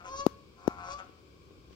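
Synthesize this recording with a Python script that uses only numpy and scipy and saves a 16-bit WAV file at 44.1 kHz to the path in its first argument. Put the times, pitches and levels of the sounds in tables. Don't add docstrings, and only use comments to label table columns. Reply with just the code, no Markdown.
import sys
import numpy as np
from scipy import signal
from scipy.fft import rfft, irfft, next_fast_len
from scipy.io import wavfile
from scipy.ndimage import map_coordinates

SR = 44100
rng = np.random.default_rng(int(sys.argv[2]) if len(sys.argv) > 2 else 0)


def pcm_store(signal):
    levels = np.round(np.clip(np.atleast_2d(signal), -1, 1) * 32767)
    wavfile.write(sys.argv[1], SR, levels.astype(np.int16).T)


N = 77175

# time in seconds, pitch in Hz, level in dB, treble boost in dB.
CLEAR_NOTES = [
    [(.05, 516.3, -52.5, -9), (.09, 516.7, -41.5, -5.5), (.106, 533.4, -46, 0.5), (.122, 537, -38.5, -4.5),
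     (.155, 541.7, -36, -7), (.172, 555, -43, 6), (.208, 557, -34.5, -1), (.235, 562, -40.5, -11),
     (.262, 547, -48, -1)],
    [(.57, 515, -67, -8), (.615, 528, -59, -8), (.655, 545, -56, -10), (.75, 545, -56, -16)],
    [(.85, 538, -53, 5), (.895, 548.5, -38, -11), (.92, 568, -44.5, 4), (.95, 576.7, -40.5, -9),
     (.98, 580.4, -51.5, -8), (1.01, 570, -71, -9)],
]
# time in seconds, pitch in Hz, level in dB, treble boost in dB.
SHORT_RASPS = [
    [(0, 172.7, -46.5, -11.5), (.034, 175.8, -57.5, -17), (.046, 185.6, -47, -6), (.085, 181, -50, 3),
     (.115, 170, -76, 0)],
    [(.965, 190, -74.5, 11), (.992, 187.6, -42.5, -1), (1.02, 185.3, -50, -19), (1.055, 171.4, -68, 6)],
]
# time in seconds, pitch in Hz, level in dB, treble boost in dB.
LONG_GROWL = [(.58, 177.7, -61.5, -1.5), (.67, 179.9, -52, -6), (.71, 179.8, -45.5, -9),
              (.765, 180.6, -50, -10.5), (.81, 178.1, -44, -9), (.87, 176.5, -43.5, -8),
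              (.912, 182, -45, 3), (.932, 183.6, -50.5, 9)]
# frequency in Hz, relative level in dB.
CLEAR_THROAT = [(400, -18), (550, -9), (1080, 0), (1180, 0), (1650, -23), (2230, -29), (2800, -24),
                (3350, -26), (3950, -24), (4480, -17), (5050, -20), (5600, -16), (6200, -17), (6800, -24),
                (7800, -40), (8400, -41), (12000, -60)]
# frequency in Hz, relative level in dB.
ROUGH_THROAT = [(170, -25.5), (400, -25), (540, -5), (730, -2), (920, -9.5), (1100, -8.5), (1290, 3),
                (1480, -3.5), (1640, -16.5), (1820, -17.5), (2500, -15), (3200, -19), (4500, -32),
                (6200, -17.5), (7500, -30.5), (14000, -78)]
# frequency in Hz, relative level in dB.
DEEP_THROAT = [(170, -43), (400, -44), (540, -14.5), (720, 4), (810, 2), (950, -5), (1080, 8), (1230, -5),
               (1330, 5), (1450, 4), (1570, -8.5), (1800, -18.5), (2500, -11), (3200, -26), (4500, -17),
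               (6200, -22), (7500, -23.5), (14000, -77.5)]
# frequency in Hz, relative level in dB.
AIR_TONE = [(1000, -13), (3500, 0)]
NOTE_JITTER, RASP_JITTER = .0025, .009
NOTE_AIR_DB, RASP_AIR_DB = -12, 1
NOTE_SCATTER_DB, RASP_SCATTER_DB = 0.9, 2
RASP_WEAK, GROWL_WEAK = .1, .3
LATE_CYCLES = .17
EDGE_S = .014
TREBLE_HZ = 2700

# frequency in Hz, time to fall by 60 dB in seconds.
WOODS_FADE = [(300, 0.82), (1100, 0.41), (3000, 1), (6000, 0.24), (12000, 0.45)]
LEFT_LEAD_S, LEFT_DB = 0.00021, 2.5
ECHO_S, ECHO_DB = .18, -21
WOODS_DB = -8.5
NEAR_DB, NEAR_T60_S = -7, .1

# start in seconds, level in dB, pitch it sinks to in Hz,
# tick level in dB before its tone curve, attack in seconds.
HARD_THUMPS = [(0.2651, -2.5, 246, -24, 0.00035), (0.6778, -4.5, 255, -28.5, 0.00058)]
# frequency in Hz, gain in dB.
TICK_TONE = [(200, -3), (1400, 14.5), (2200, 2), (4000, 3), (6600, 5), (8000, -9.5), (11000, -6.5),
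             (14000, -7), (16000, -6)]
# start in seconds, level in dB before it dies away.
FINGER_BUMPS = [(0.106, -34), (.193, -31), (0.662, -32.5), (1.095, -35.5), (1.509, -36.5), (1.558, -43),
                (1.709, -35)]
THUMP_SWEEP_HZ, THUMP_SWEEP_S = 850, .0007
THUMP_LIFE_S = 0.0037
TICK_T60_S = 0.011
TICK_TAIL_DB, TICK_TAIL_T60_S = -29.5, 0.32
BUMP_HZ, BUMP_T60_S = 380, 0.0083
LOW_CUT_HZ = 44
FAR_PORT_DB = -14.5

# centre in seconds, level in dB, width in seconds.
RUSTLE_TIMES = [(4.3, -66, 0.051), (1.732, -67, .005), (1.73, -69.5, .03)]
# frequency in Hz, relative level in dB per Hz.
RUSTLE_TONE = [(300, -20), (1400, -2), (3000, 5.5), (6500, -3.5), (9000, -22), (16000, -39)]
# frequency in Hz, relative level in dB per Hz.
FLOOR_TONE = [(25, -43.5), (45, -7), (64, 2), (102, -5.5), (190, -7), (230, -11), (373, -6.5), (450, -9.5),
              (540, -14.5), (650, -25), (950, -26), (1100, -12), (1250, -24.5), (1600, -23.5), (1750, -35),
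              (2080, -31), (2300, -18), (2750, -28), (3200, -25.5), (3900, -29), (5000, -26), (6000, -34.5),
              (8500, -38), (9400, -48.5), (16000, -41.5)]
# frequency in Hz, likeness from -1 to 1.
FLOOR_LIKENESS = [(60, 0.77), (130, 0.78), (300, 0.74), (640, 0.36), (1400, -0.26), (8000, 0.074)]
# frequency in Hz, dB added on the left and taken off on the right.
FLOOR_LEAN = [(100, 0.2), (250, 2.3), (1000, 2), (12000, 2.5)]
# time in seconds, level change in dB.
RUMBLE_LEVEL = [(0, -2), (.2, 2.5), (.4, 3), (.55, -1.5), (.8, 2.5), (1.15, -1.5), (1.4, -0.5), (1.53, 0.5),
                (1.75, 0.5)]
FLOOR_DB = -56
TOP_HZ = 15900


def amp(db):
    return 10 ** (np.asarray(db) / 20)


def unit(x):
    return x / np.sqrt(np.mean(x ** 2) + 1e-20)


def along(points, hz):
    f, v = np.transpose(points)
    return np.interp(np.log(hz + 1), np.log(f + 1), v)


def wobble(rate):
    knots = rng.standard_normal(N // 10)
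    return map_coordinates(knots, [np.arange(N) * rate / SR], mode="wrap")


def filtered(x, response):
    m = next_fast_len(N + SR // 2)
    return irfft(rfft(x, m) * response(np.fft.rfftfreq(m, 1 / SR)), m)[..., :N]


def since(s):
    return np.maximum(np.arange(N) / SR - s, 0)


def controls(rows):
    s, *cols = np.transpose(rows)
    t = np.arange(N) / SR
    gate = np.clip(1 + np.minimum(t - s[0], s[-1] - t) / EDGE_S, 0, 1)
    return [gate] + [np.interp(t, s, c) for c in cols]


def throat(x, shape):
    size = 4096
    cep = irfft(np.log(amp(along(shape, np.fft.rfftfreq(size, 1 / SR)))))
    cep[1:size // 2] *= 2
    cep[size // 2 + 1:] = 0
    ring = irfft(np.exp(rfft(cep)))
    return signal.fftconvolve(x, ring)[:N]


def voice(hz, treble_db, weak, shape, air_db, scatter_db):
    cycles = np.cumsum(hz) / SR
    k = np.arange(1, int(cycles[-1]) - 1)
    lost = weak * (k % 2)
    at = np.interp(k + LATE_CYCLES * lost, cycles, np.arange(N))
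    sizes = amp(scatter_db * rng.standard_normal(N // 10)[:len(at)]) * (1 - lost)
    taps = at.astype(int)[:, None] + np.arange(-7, 9)
    off = taps - at[:, None]
    kernel = np.sinc(off) * np.cos(np.pi * off / 16) ** 2
    places = np.clip(taps, 0, N - 1).ravel()
    pulses = np.bincount(places, (sizes[:, None] * kernel).ravel(), N)
    air = throat(rng.standard_normal(N), AIR_TONE) * (1 + np.cos(2 * np.pi * cycles))
    x = unit(throat(unit(pulses) + amp(air_db) * unit(air), shape))
    treble = filtered(x, lambda f: 1 - 1 / (1 + (f / TREBLE_HZ) ** 6))
    return x + (amp(treble_db) - 1) * treble


def call(rows, jitter, weak, shape, air_db, scatter_db):
    gate, hz, db, treble_db = controls(rows)
    pitch = hz * (1 + jitter)
    return gate * amp(db) * voice(pitch, treble_db, weak, shape, air_db, scatter_db)


def geese():
    out = np.zeros(N)
    for rows in CLEAR_NOTES:
        jitter = NOTE_JITTER * wobble(160)
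        out += call(rows, jitter, 0, CLEAR_THROAT, NOTE_AIR_DB, NOTE_SCATTER_DB)
    rough = [(rows, ROUGH_THROAT, RASP_WEAK) for rows in SHORT_RASPS]
    rough.append((LONG_GROWL, DEEP_THROAT, GROWL_WEAK))
    for rows, shape, weak in rough:
        jitter = RASP_JITTER * wobble(150)
        out += call(rows, jitter, weak, shape, RASP_AIR_DB, RASP_SCATTER_DB)
    return out


def scatter(x, ir):
    return signal.fftconvolve(x[None], ir / np.linalg.norm(ir[0]), axes=1)[:, :N]


def pond(x):
    side = np.array([[1], [-1]])
    direct = filtered(x, lambda f: np.exp(1j * np.pi * f * LEFT_LEAD_S * side))
    bank = filtered(direct, lambda f: np.exp(-2j * np.pi * f * ECHO_S) / (1 + (f / 2500) ** 2))
    hz, t, z = signal.stft(rng.standard_normal((2, SR)), SR, nperseg=256)
    fade = amp(-60 * t / along(WOODS_FADE, hz)[:, None])
    tail = signal.istft(z * fade, SR, nperseg=256)[1]
    near_t = np.arange(SR // 10) / SR
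    near = rng.standard_normal((2, SR // 10)) * amp(-60 * near_t / NEAR_T60_S)
    answers = amp(ECHO_DB) * bank + amp(WOODS_DB) * scatter(x, tail) + amp(NEAR_DB) * scatter(x, near)
    return amp(LEFT_DB * side) * (direct + answers)


def thumps():
    out = np.zeros(N)
    for s, db, hz, tick_db, attack in HARD_THUMPS:
        t = since(s)
        cycles = hz * t + THUMP_SWEEP_HZ * THUMP_SWEEP_S * (1 - np.exp(-t / THUMP_SWEEP_S))
        envelope = np.exp(-(t / THUMP_LIFE_S) ** 2) * (1 - np.exp(-t / attack))
        out -= amp(db) * np.sin(2 * np.pi * cycles) * envelope
        crack = amp(-60 * t / TICK_T60_S) + amp(TICK_TAIL_DB - 60 * t / TICK_TAIL_T60_S)
        out += throat(amp(tick_db) * crack * (t > 0) * rng.standard_normal(N), TICK_TONE)
    return out


def bumps():
    out = np.zeros(N)
    for s, db in FINGER_BUMPS:
        t = since(s)
        hz = BUMP_HZ * (1 + 0.033 * rng.standard_normal())
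        out += amp(db - 60 * t / BUMP_T60_S) * np.sin(2 * np.pi * hz * t)
    return out


def handling():
    low_cut = signal.butter(2, LOW_CUT_HZ, "highpass", fs=SR, output="sos")
    left = signal.sosfilt(low_cut, thumps() + bumps())
    dull = filtered(left, lambda f: 1 / (1 + (f / 600) ** 2) + 0.027)
    return np.array([left, amp(FAR_PORT_DB) * dull])


def rustles():
    t = np.arange(N) / SR
    level = sum(amp(db) * np.exp(-((t - s) / width) ** 2) for s, db, width in RUSTLE_TIMES)
    return level * unit(filtered(rng.standard_normal((2, N)), lambda f: amp(along(RUSTLE_TONE, f))))


def background():
    def mid_side(f):
        turn = np.arccos(np.clip(along(FLOOR_LIKENESS, f), -1, 1)) / 2
        return amp(along(FLOOR_TONE, f)) * [np.cos(turn), np.sin(turn)]

    def lean(f):
        return amp(along(FLOOR_LEAN, f) * np.array([[1], [-1]]))

    mid, side = filtered(rng.standard_normal((2, N)), mid_side)
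    pair = unit(filtered(np.array([mid + side, mid - side]), lean))
    low = filtered(pair, lambda f: 1 / (1 + (f / 600) ** 2))
    waver_db = controls(RUMBLE_LEVEL)[1] + 0.37 * wobble(10)
    return amp(FLOOR_DB) * (pair + (amp(waver_db) - 1) * low)


def scene():
    return pond(geese()) + handling() + rustles() + background()


def record(dry):
    return filtered(dry, lambda hz: hz < TOP_HZ)


dry = scene()
out = record(dry)
pcm_store(out)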